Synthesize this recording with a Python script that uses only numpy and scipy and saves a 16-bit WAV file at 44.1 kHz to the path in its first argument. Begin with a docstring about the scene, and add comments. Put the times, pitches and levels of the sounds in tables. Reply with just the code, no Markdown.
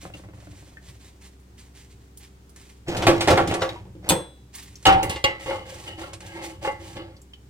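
"""A small kitchen with a humming appliance: stove parts are washed in a steel basin of shallow water.
A wet yarn scrubber, made of random fibre flicks, wipes a burner cap, which is then slid in among the other
parts. An iron pan grate clinks off the hob, lands on the basin and is scrubbed there, juddering against the rim.
Blows ring as dying modes, slides and judder as filtered stick-slip, drops as short bubble tones.
Two close microphone ports hear it all, with reflections from sink and walls."""
import sys
import numpy as np
from scipy import signal
from scipy.fft import rfft, irfft, next_fast_len
from scipy.io import wavfile
from scipy.ndimage import uniform_filter1d

SR = 44100
rng = np.random.default_rng(int(sys.argv[2]) if len(sys.argv) > 2 else 0)


def persist_wave(psi):
    """Save psi, clipped to +-1, as 16-bit WAV."""
    counts = np.round(np.clip(psi, -1, 1) * 32767).astype(np.int16)
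    wavfile.write(sys.argv[1], SR, np.atleast_2d(counts).T)


N = 330309
TIME = np.arange(N) / SR
RING = TIME[:SR * 3 // 5]  # time axis of one short sound, 0.6 s

# Crowded short-lived modes of the basin. Each row: frequency in Hz, relative level in dB.
BASIN = [(30, -8), (60, -12), (103, 3), (221, -10), (328, -1), (430, -4), (540, -3), (880, -6.5),
         (1000, -13), (2000, -16), (3200, -19.5), (5400, -27), (9300, -34), (10300, -41), (15500, -45.5)]
# Crowded short-lived modes of the grate. Each row: frequency in Hz, relative level in dB.
GRATE = [(40, -6.5), (104, 1), (240, -13), (320, -4), (400, -6.5), (520, -3.5), (670, -13), (830, -1.5),
         (1000, -12.5), (2900, -20.5), (3800, -24.5), (6000, -34.5), (8800, -38.5), (10300, -50),
         (15500, -50.5)]
# Hard strokes along the grate's bars. Each row: start in seconds, length in seconds,
# relative fibre hiss in dB, relative judder in dB, pitch that the contact favours in Hz.
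SCRUBS = [(5.39, 0.083, -47, -44, 850), (5.46, 0.096, -49, -28.5, 700), (5.65, 0.2, -48.5, -41.5, 550),
          (5.855, 0.051, -48.5, -36.5, 2900), (5.97, 0.11, -52.5, -34.5, 335),
          (6.205, 0.13, -51, -42, 2140), (6.34, 0.1, -54.5, -37.5, 407), (6.41, 0.046, -42, -35, 520),
          (6.61, 0.078, -45, -33, 560), (6.79, 0.16, -52, -43, 337), (6.95, 0.043, -64, -32.5, 420)]


def undb(db):
    """Decibels to gain."""
    return 10 ** (np.asarray(db) / 20)


def unit(x):
    """Scale to rms 1."""
    return x / np.sqrt(np.mean(x ** 2))


def onset_unit(x):
    """Scale so that the loudest 12 ms have rms 1."""
    return x / np.sqrt(uniform_filter1d(x ** 2, size=512).max())


def add(track, s, sound):
    """Mix a sound in at time s."""
    start = int(s * SR)
    track[..., start:start + sound.shape[-1]] += sound[..., :N - start]


def colour(x, points):
    """Causal minimum-phase filter with the given (Hz, dB) response."""
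    size = next_fast_len(len(x) // 2 + 4096) * 2
    hz, db = np.transpose(points)
    bins_hz = np.arange(size // 2 + 1) * SR / size
    response_db = np.interp(np.log(bins_hz + 1), np.log(hz), db)
    cepstrum = irfft(np.log(undb(response_db)))
    # folding the cepstrum forward in time makes the filter causal
    cepstrum[1:size // 2] *= 2
    cepstrum[size // 2 + 1:] = 0
    return irfft(rfft(x, size) * np.exp(rfft(cepstrum)))[:len(x)]


def split(x, low_hz=400, high_hz=2500):
    """Bass, middle and treble of a sound; they add up to the whole."""
    low = signal.sosfiltfilt(signal.butter(2, low_hz, "low", fs=SR, output="sos"), x)
    high = signal.sosfiltfilt(signal.butter(2, high_hz, "high", fs=SR, output="sos"), x)
    return low, x - low - high, high


def walk(rate):
    """Random wandering, spread near 1, along straight lines between `rate` knots a second."""
    knots = rng.standard_normal(4096)
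    return np.interp(TIME * rate, np.arange(len(knots)), knots)


def slips(rate, spread_db):
    """Tiny stick-slip releases of either sign and unequal size, about `rate` a second at random times."""
    happens = rng.random(N) < rate / SR
    sign = rng.choice([-1, 1], N)
    size_db = spread_db * np.clip(rng.standard_normal(N), -2, 2)
    return happens * sign * undb(size_db)


def fade(t60):
    """A ring that falls 60 dB in t60 seconds."""
    return np.exp(-np.log(1000) * RING / t60)


def gesture(s, length_s, attack_s, t60, arch_db=0):
    """Envelope of one movement: it builds up, is held with a swell in the middle, and dies away."""
    age = np.maximum(TIME - s, 0)
    swell_db = arch_db * (np.sin(np.pi * np.minimum(age / length_s, 1)) - 1)
    release = np.exp(-np.log(1000) * np.maximum(age - length_s, 0) / t60)
    return np.minimum(age / attack_s, 1) * undb(swell_db) * release


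def ports(x, lag_ms, pan_db):
    """Two microphone ports hear the source a moment apart; a positive lag reaches the first port late."""
    t = TIME[:len(x)]
    late = np.interp(t - np.round(lag_ms * SR / 1000) / SR, t, x)
    return np.array([late * undb(pan_db / 2), x * undb(-pan_db / 2)])


def blows(events, modes, crowd, ring_db, low_t60, mid_t60, high_t60, crack_db, lag_ms, pan_db):
    """Each blow chatters briefly and rings a body: a crack, a crowd of dying modes and a few clear ones."""
    track = np.zeros((2, N))
    for s, body_db, thump_db, edge_db, chatter_s in events:
        bands = split(rng.standard_normal(len(RING)))
        dense = sum(band * fade(t60) for band, t60 in zip(bands, (low_t60, mid_t60, high_t60)))
        crack = rng.standard_normal(len(RING)) * np.exp(-RING / max(chatter_s, 1 / SR))
        onset = 1 - np.exp(-RING / 0.0015)
        sound = onset_unit(colour((dense + undb(crack_db) * crack) * onset, crowd))
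        if len(modes):
            ring = np.zeros(len(RING))
            for hz, db, t60 in modes:
                # where the blow lands sets each mode's share
                share = undb(db + rng.standard_normal())
                ring += share * fade(t60) * np.sin(2 * np.pi * (hz * RING + rng.random()))
            sound = sound + undb(ring_db) * onset_unit(ring * (1 - np.exp(-RING / 0.0054)))
        levels_db = (thump_db, body_db, edge_db)
        sound = sum(undb(db) * onset_unit(band) for band, db in zip(split(sound), levels_db))
        # each contact lies at a slightly different bearing
        add(track, s, ports(sound, lag_ms + .08 * rng.standard_normal(), pan_db))
    return track


def kitchen():
    """An appliance hums in wavering tones under the room's still air, whose bass nearly agrees at both ports."""
    # Hum of the appliance. Each row: frequency in Hz, mean level in dB.
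    hum_tones = [(64.6, -51.5), (188.4, -64.5), (289, -67), (387.6, -67)]
    # Colour of the room air. Each row: frequency in Hz, relative level in dB.
    air_colour = [(25, -14), (45, -8), (80, -6), (120, 0), (165, -9), (300, -11), (420, -15), (630, -26),
                  (790, -23), (1100, -28), (4000, -34), (8300, -36), (10000, -41), (16000, -43)]
    hum = np.zeros(N)
    for hz, db in hum_tones:
        level = undb(db + 0.43 * walk(4.8)) * np.sqrt(2)
        hum += level * np.sin(2 * np.pi * hz * TIME + .12 * walk(2.6))
    shared = rng.standard_normal(N)
    spread = colour(rng.standard_normal(N), [(60, -24.5), (300, -8.5), (1000, 1.5), (3000, 0)])
    air = np.array([unit(colour(shared + sign * spread, air_colour)) for sign in (1, -1)])
    return hum + undb(-53.5) * air * undb(0.51 * walk(9.4))


def scrubber():
    """Wet fibres flick over the metal and foam crackles; the hand rests while the parts are moved."""
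    # Colour of the wet yarn on metal. Each row: frequency in Hz, relative level in dB.
    fibre_colour = [(530, -22.5), (900, -6), (1420, -12), (1900, -4), (2690, -5.5), (3510, -5.5),
                    (4980, -7), (8550, -5), (10500, -13.5), (15100, -18), (16000, -23)]
    # Light wipes over the burner cap, resumed after the parts are moved. Each row: start in seconds, length in
    # seconds, relative fibre hiss in dB.
    wipes = [(0, 0.052, -50.5), (.13, 0.078, -55), (.33, 0.41, -59), (.81, 0.13, -56.5), (.99, 0.11, -56),
             (1.2, 0.093, -58.5), (1.565, 0.071, -52.5), (1.735, .1, -54.5), (1.89, 0.045, -59),
             (2.0, 0.035, -70), (2.19, 0.081, -57.5), (2.555, 0.14, -54.5), (2.68, 0.072, -67),
             (4.525, 0.11, -47.5), (4.66, 0.47, -60.5)]
    fibres = unit(colour(slips(rate=4400, spread_db=4) * undb(3.1 * walk(60)), fibre_colour))
    foam = unit(colour(slips(rate=230, spread_db=5), fibre_colour))
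    pressure = np.zeros(N)
    for s, length_s, hiss_db, *_ in list(wipes) + list(SCRUBS):
        # the hand is fastest in mid-stroke
        pressure += undb(hiss_db) * gesture(s, length_s, attack_s=0.02, t60=0.32, arch_db=5.5)
    return pressure * (undb(3) * fibres + undb(-16.5) * foam)


def dribbles():
    """Water squeezed from the scrubber patters in quick uneven spurts, ever more thinly."""
    # Colour of the dribbling water. Each row: frequency in Hz, relative level in dB.
    water_colour = [(59, -30.5), (100, 7.5), (189, 2), (227, -22), (299, 6.5), (402, -13.5), (531, -1),
                    (973, -13), (2770, -20), (5000, -45), (6500, -66.5), (11000, -120)]
    # Each row: start in seconds, relative level in dB, 60 dB decay time in seconds.
    squeezes = [(0.024, -38.5, 0.29), (0.132, -45.5, 3), (2.55, -64, .6)]
    spurt_phase = (21 * TIME + .1 * walk(15)) % 1  # about 21 spurts a second
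    spurts = .15 + np.exp(-spurt_phase / .22)
    flow = sum(undb(db) * gesture(s, length_s=.04, attack_s=0.008, t60=t60) for s, db, t60 in squeezes)
    patter = unit(colour(slips(rate=2200, spread_db=4.5) * spurts, water_colour))
    return undb(-1.0) * patter * flow


def sloshing():
    """The water set swaying makes the basin floor boom: low filtered noise that swells and dies."""
    # Each row: start in seconds, length in seconds, relative level in dB.
    sloshes = [(0.026, .6, -45.5), (.81, 0.12, -46), (1.044, 0.063, -58), (1.872, 0.04, -46.5),
               (2.863, .18, -33.5), (3.688, 0.45, -42.5), (4.674, .06, -43.5), (5.52, 1.63, -44)]
    boom_colour = [(60, -21.5), (100, 1), (115, -2.5), (145, -16.5), (180, -7), (260, -40), (1000, -75.0)]
    boom = unit(colour(rng.standard_normal(N), boom_colour))
    sway = sum(undb(db) * gesture(s, length_s, attack_s=.03, t60=0.27) for s, length_s, db in sloshes)
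    return undb(-2.5) * boom * sway


def drops():
    """Larger drops fall from the scrubber: each splashes and traps a bubble that rings briefly."""
    # Each row: start in seconds, relative level in dB, bubble pitch in Hz.
    falls = [(.05, -48.5, 748), (0.138, -38.5, 2770), (.771, -40.5, 1790), (2.563, -53, 1770),
             (3.691, -30.5, 3740), (3.759, -39, 964), (4.756, -42, 5730), (6.037, -39.5, 1380),
             (7.167, -52.5, 4570), (7.217, -50.5, 7520), (7.335, -41, 3030)]
    track = np.zeros(N)
    for s, db, hz in falls:
        cycles = hz * RING
        bubble = np.sin(2 * np.pi * cycles) * np.exp(-cycles / 20)
        splash = rng.standard_normal(len(RING)) * np.exp(-RING / 0.01)
        splash = colour(splash, [(hz / 2, -20), (hz, 0), (hz * 2, -18), (hz * 6, -34)])
        add(track, s, undb(db) * onset_unit(bubble + 1.2 * splash))
    return track


def snaps():
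    """Sharp ticks of grit, snagging yarn and spray: fast-dying noise, each with its own treble."""
    # Each row: start in seconds, relative level in dB, tilt towards the top in dB.
    ticks = [(0.402, -52, -17), (1.398, -60, 12), (2.173, -39.5, 13), (2.493, -51.5, 9), (2.561, -44.5, 0),
             (2.968, -30.5, -7), (3.475, -31.5, 3), (3.54, -25.5, -9), (3.695, -35.5, -35),
             (4.551, -34.5, 17), (4.627, -42.5, 21), (4.827, -44, -4), (5.03, -26, 10.5), (5.096, -27.5, 4),
             (6.133, -34, -9.5), (6.205, -39.5, -11)]
    track = np.zeros(N)
    for s, db, tilt_db in ticks:
        burst = rng.standard_normal(len(RING)) * np.exp(-RING / 0.011)
        tilt = [(600, -8.0), (2000, -9.0), (9000, tilt_db), (15000, 1.77 * tilt_db - 19.0)]
        add(track, s, undb(db - 2) * onset_unit(colour(burst, tilt)))
    return track


def sliding():
    """Cast parts grind over the thin basin floor in small slips; the grit catches in fits."""
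    # Colour of the grit. Each row: frequency in Hz, relative level in dB.
    grit_colour = [(900, -19.5), (2000, 17.5), (3200, 11), (5400, -8), (9300, -18), (10300, -11),
                   (15500, -18.5)]
    # Parts shoved over the basin floor, last the grate over the hob.
    # Each row: start in seconds, length in seconds, relative rumble in dB, relative grit in dB.
    shoves = [(2.862, 0.2, -28, -38.5), (3.116, 0.18, -29, -40.5), (3.276, .125, -23, -38),
              (3.462, 0.074, -31, -38), (3.587, 0.02, -22.5, -38), (3.698, 0.063, -42, -52.5),
              (4.022, 0.13, -37, -57.5)]
    rumble = unit(colour(slips(rate=1000, spread_db=2.5), BASIN))
    grit = unit(colour(slips(rate=490, spread_db=4.0) * undb(7.2 * walk(57)), grit_colour))
    grinding = np.zeros(N)
    for s, length_s, rumble_db, grit_db in shoves:
        shove = gesture(s, length_s, attack_s=0.028, t60=0.35, arch_db=3.5)
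        grinding += (undb(rumble_db) * rumble + undb(grit_db) * grit) * shove
    return undb(-2.0) * grinding


def knocking_parts():
    """Parts knock on the basin and ring its thin steel."""
    # Each row: start in seconds, relative body, thump and edge in dB, chatter time constant in seconds.
    knocks = [(2.881, -38.5, -23, -32.5, 0.019), (2.967, -48.5, -29, -29.5, 0.0021),
              (3.021, -23, -24, -27.5, 0.0017), (3.067, -9, -13.5, -14.5, 0.003),
              (3.081, -18, -11.5, -29, 0.0036), (3.207, -21.5, -41, -18.5, 0.014),
              (3.274, -14, -17.5, -20.5, 0.0021), (3.282, -10.5, -47, -20.5, 0.005),
              (3.302, -28, -12.5, -20.5, 0.018), (3.31, -11.5, -51.5, -41.5, 0.0056),
              (3.374, -10.5, -53.5, -23.5, 0.0071), (3.388, -17, -26.5, -53, 0.0099),
              (3.409, -42, -21.5, -43, 0.0048), (3.473, -38, -19, -30.5, 0.0021),
              (3.511, -21, -28.5, -31, 0.0045), (3.544, -22, -25, -41, 0.0038),
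              (3.618, -16, -45.5, -24.5, 0.0097), (3.639, -38, -42.5, -56, 0.0056)]
    # Clear modes of the basin. Each row: frequency in Hz, relative level in dB, 60 dB decay in seconds.
    basin_modes = [(106.6, -1, 0.88), (178.3, -1.5, 0.58), (295, -11, 0.27), (337, 8.5, 0.34),
                   (378, 2, 0.031), (492, 6.5, 0.13), (526, 8.5, 0.22), (640, -4.5, 0.061),
                   (763, -3.5, 0.45), (799.5, 6, 0.14), (840, -3, 0.18), (1140, 0.5, 0.27), (1357, 1, 0.2),
                   (1900, -10.5, 0.28)]
    return undb(-4.5) * blows(knocks, basin_modes, BASIN, ring_db=-5.5, low_t60=0.33, mid_t60=0.26,
                              high_t60=0.18, crack_db=7.0, lag_ms=.08, pan_db=-0.5)


def bumped_hob():
    """The hob's sheet metal is bumped: a crowd of modes without clear tones."""
    # Each row: start in seconds, relative body, thump and edge in dB, chatter time constant in seconds.
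    bumps = [(3.852, -45, -42, -60, 0.0027), (3.951, -49.5, -36.5, -60.5, 0.0023),
             (4.105, -12.5, -13, -19, 0.0065), (4.117, -17.5, -20.5, -20.5, 0.0087),
             (4.161, -34, -25.5, -45, .005)]
    # Crowded modes of the hob. Each row: frequency in Hz, relative level in dB.
    hob_crowd = [(40, -7.5), (110, -1), (180, 6.5), (245, -11), (311, 4.5), (450, -6), (502, 4.5),
                 (640, -14), (950, -10.5), (1200, -22.5), (3000, -22), (12000, -39.5)]
    return undb(-6.5) * blows(bumps, [], hob_crowd, ring_db=0, low_t60=0.28, mid_t60=0.32,
                              high_t60=0.046, crack_db=9, lag_ms=-0.15, pan_db=0.5)


def clinking_iron():
    """Iron clinks on iron as the grate leaves the hob, ringing high modes."""
    # Each row: start in seconds, relative body, thump and edge in dB, chatter time constant in seconds.
    clinks = [(4.0895, -20.5, -30.5, -13, 0.0016), (4.096, -17.5, -35, -10, 0.0046)]
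    # Clear modes of the iron. Each row: frequency in Hz, relative level in dB, 60 dB decay in seconds.
    iron_modes = [(2950, -25, .25), (3068, -20, 0.34), (3428, -7, 0.48), (3558, -5.5, .24),
                  (3920, -19.5, 0.79), (4230, -8, 0.31), (4490, -13, 0.19), (5300, -16, 0.27),
                  (6400, 17, 0.061), (7080, -17.5, .3), (7760, 1.5, 0.17), (8270, 1, 0.38),
                  (8500, -2, 0.26), (8753, 2.5, 0.14), (9670, -9, .22), (11000, 1.5, 0.073),
                  (12600, -10.5, 0.14), (12800, -5, 0.14), (13800, -3, 0.12)]
    # Crowded modes of the iron. Each row: frequency in Hz, relative level in dB.
    iron_crowd = [(200, -9), (950, -18), (2000, -19.5), (3600, -1.5), (5000, -4.5), (6400, -4), (8600, 4.5),
                  (11000, -1.5), (14300, -9.5), (15500, -22.5)]
    # the grate's many bars add faint overtones; the higher ones die sooner
    overtones = [(hz, -15, 0.27 * np.sqrt(2000 / hz)) for hz in rng.uniform(4200, 12000, size=30)]
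    return undb(-5) * blows(clinks, list(iron_modes) + overtones, iron_crowd, ring_db=-10, low_t60=0.08,
                            mid_t60=0.14, high_t60=0.038, crack_db=8.5, lag_ms=-.25, pan_db=0)


def landing_grate():
    """The grate drops on the basin's free rim and bounces, ringing the rim."""
    # Each row: start in seconds, relative body, thump and edge in dB, chatter time constant in seconds.
    landings = [(4.853, -11, -31.5, -14, 0.006), (4.865, -13.5, -16, -11, 0.0016),
                (4.881, -12, -41.5, -40, 0.01), (4.902, -15.5, -22.5, -28, .006),
                (4.922, -16.5, -34, -26, 0.0033), (4.94, -20, -21.5, -44, 0.015)]
    # Clear modes of the free rim. Each row: frequency in Hz, relative level in dB, 60 dB decay in seconds.
    rim_modes = [(107.3, -4.5, 0.29), (179, -7.5, 0.38), (316, -3.5, 0.2), (773, 2.5, 0.34),
                 (866, 3.5, .22), (893, -6, 0.074), (1143, -7.5, 0.2), (1304, -5.5, .18),
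                 (1433, -5.5, 0.12), (1490, -15, 0.059), (1673, -11.5, 0.12), (2890, -3.5, 0.073),
                 (2984, -22.5, 0.17)]
    return undb(-3.0) * blows(landings, rim_modes, GRATE, ring_db=3.0, low_t60=0.3, mid_t60=0.32,
                              high_t60=0.11, crack_db=2.0, lag_ms=0.18, pan_db=-1)


def judder():
    """Strokes make the grate creep over the rim in small slips; the shifting contact favours changing resonances."""
    # Resonances of the grate pressed on the rim. Each row: frequency in Hz, width in Hz, relative level in dB.
    resonances = [(334.5, 13, 1), (498, 11, -13.5), (533, 24, -3), (868, 50, -1), (1092, 64, -11),
                  (1294, 42, -13), (1630, 47, -10), (1890, 44, -9), (2086, 116, -10), (2620, 66, -16),
                  (2907, 46, -7)]
    # Colour of the rasp. Each row: frequency in Hz, relative level in dB.
    rasp_colour = [(35, -16), (60, -10.5), (106, -7), (240, -25), (329, 0.5), (443, -15), (553, -0.5),
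                   (641, -15), (846, -3.5), (963, -29), (1470, -24), (2100, -21), (5000, -24), (6500, -80),
                   (11000, -120)]
    # The grate skidding into place on the rim.
    # Each row: start in seconds, length in seconds, relative level in dB, pitch that the contact favours in Hz.
    skids = [(4.96, 0.15, -31.5, 800), (5.24, 0.052, -27.5, 2120)]
    force = colour(slips(rate=1000, spread_db=0.5), [(100, -10.5), (280, 4.5), (3100, 2.5), (6000, -13)])
    rings = []
    for hz, width_hz, db in resonances:
        wander = undb(8.6 * np.tanh(walk(11)))
        rings.append(undb(db) * wander * signal.lfilter(*signal.iirpeak(hz, hz / width_hz, fs=SR), force))
    rings = np.array(rings)
    rasp = unit(colour(slips(rate=460, spread_db=1.5), rasp_colour))
    track = np.zeros(N)
    for s, length_s, *_, db, contact_hz in list(skids) + list(SCRUBS):
        octaves = np.log2(np.array(resonances)[:, 0] / contact_hz)
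        lift_db = 8.5 * np.exp(-(octaves / 0.6) ** 2)  # resonances near the favoured pitch
        ring = unit(undb(lift_db) @ rings)
        stroke = gesture(s, length_s, attack_s=0.021, t60=0.42, arch_db=2.5)
        track += undb(db) * (undb(-3.5) * ring + undb(-7.5) * rasp) * stroke
    return track


def rocking_grate():
    """The held grate rocks against the basin, ringing its own modes."""
    # Each row: start in seconds, relative body, thump and edge in dB, chatter time constant in seconds.
    rocks = [(5.028, -29, -26, -28.5, 0.0012), (5.095, -30.5, -31, -28, 0.04),
             (5.158, -37, -34, -32.5, 0.016), (5.24, -19, -22, -13.5, 0.0079),
             (5.46, -32, -34, -39.5, 0.0067), (5.505, -22.5, -52, -55, .008),
             (5.527, -29.5, -33, -57, 0.004), (6.646, -21.5, -51, -36, 0.018),
             (6.673, -20.5, -33, -35, 0.0049), (6.965, -44, -35, -41, 0.0058)]
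    # Clear modes of the held grate. Each row: frequency in Hz, relative level in dB, 60 dB decay in seconds.
    grate_modes = [(112.6, -21, 0.73), (344, -8, 0.17), (507, -4, 0.16), (550.4, 7, 0.1), (852, 1.5, 0.23),
                   (829, 0, 0.14), (1116, -2, 0.15), (1214, -15, 0.2), (1788, -8, 0.15),
                   (1997, -12.5, 0.35), (2094, -9, 0.22), (2200, -7.5, 0.11), (2812, -3.5, 0.092)]
    return undb(-3.0) * blows(rocks, grate_modes, GRATE, ring_db=-2.0, low_t60=0.28, mid_t60=0.31,
                              high_t60=0.057, crack_db=12.5, lag_ms=0.13, pan_db=-0.5)


def scatter(span_s):
    """A dying cloud of reflections with a near-even spectrum; a longer span dies more slowly."""
    cloud = rfft(rng.standard_normal(len(RING)) * fade(span_s) * (RING > .002))
    return irfft(cloud / np.abs(cloud)) * np.exp(-(2 * RING / span_s) ** 2)


def room(x):
    """The steel sink throws sound in from the front and the sides; the kitchen walls add a short tail."""
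    source = x[1]
    front, sink, tail, side_tail = (signal.fftconvolve(source, scatter(span_s))[:N]
                                    for span_s in (.1, .13, .3, .35))
    front_colour = [(200, -15), (1200, -7), (3000, 1), (6000, -6.5), (10000, 1), (16000, -2.5)]
    side_colour = [(100, -14.5), (350, -5), (900, 3), (3000, -2.5), (16000, -6)]
    ahead = colour(undb(-8.5) * front, front_colour)
    side = colour(undb(-7.5) * sink + undb(-20.0) * side_tail, side_colour)
    # sound from the sides reaches the two ports with opposite sign
    return ahead + undb(-14) * tail + np.array([side, -side])


def scene():
    """All sources, the close steel sink around them and the kitchen walls."""
    air = kitchen()
    hand = ports(scrubber() + snaps(), lag_ms=0.056, pan_db=-2.5)
    basin = ports(dribbles() + sloshing() + drops() + sliding() + judder(), lag_ms=0.16, pan_db=0.5)
    clatter = knocking_parts() + bumped_hob() + clinking_iron() + landing_grate() + rocking_grate()
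    direct = hand + basin + clatter
    return direct + room(direct) + air


def record(dry):
    """The recorder clips at full scale and cuts the top above 15.9 kHz."""
    low_pass = signal.ellip(8, .2, 70, 15900, fs=SR, output="sos")
    return signal.sosfilt(low_pass, np.clip(dry, -1, 1))


dry = scene()
out = record(dry)
persist_wave(out)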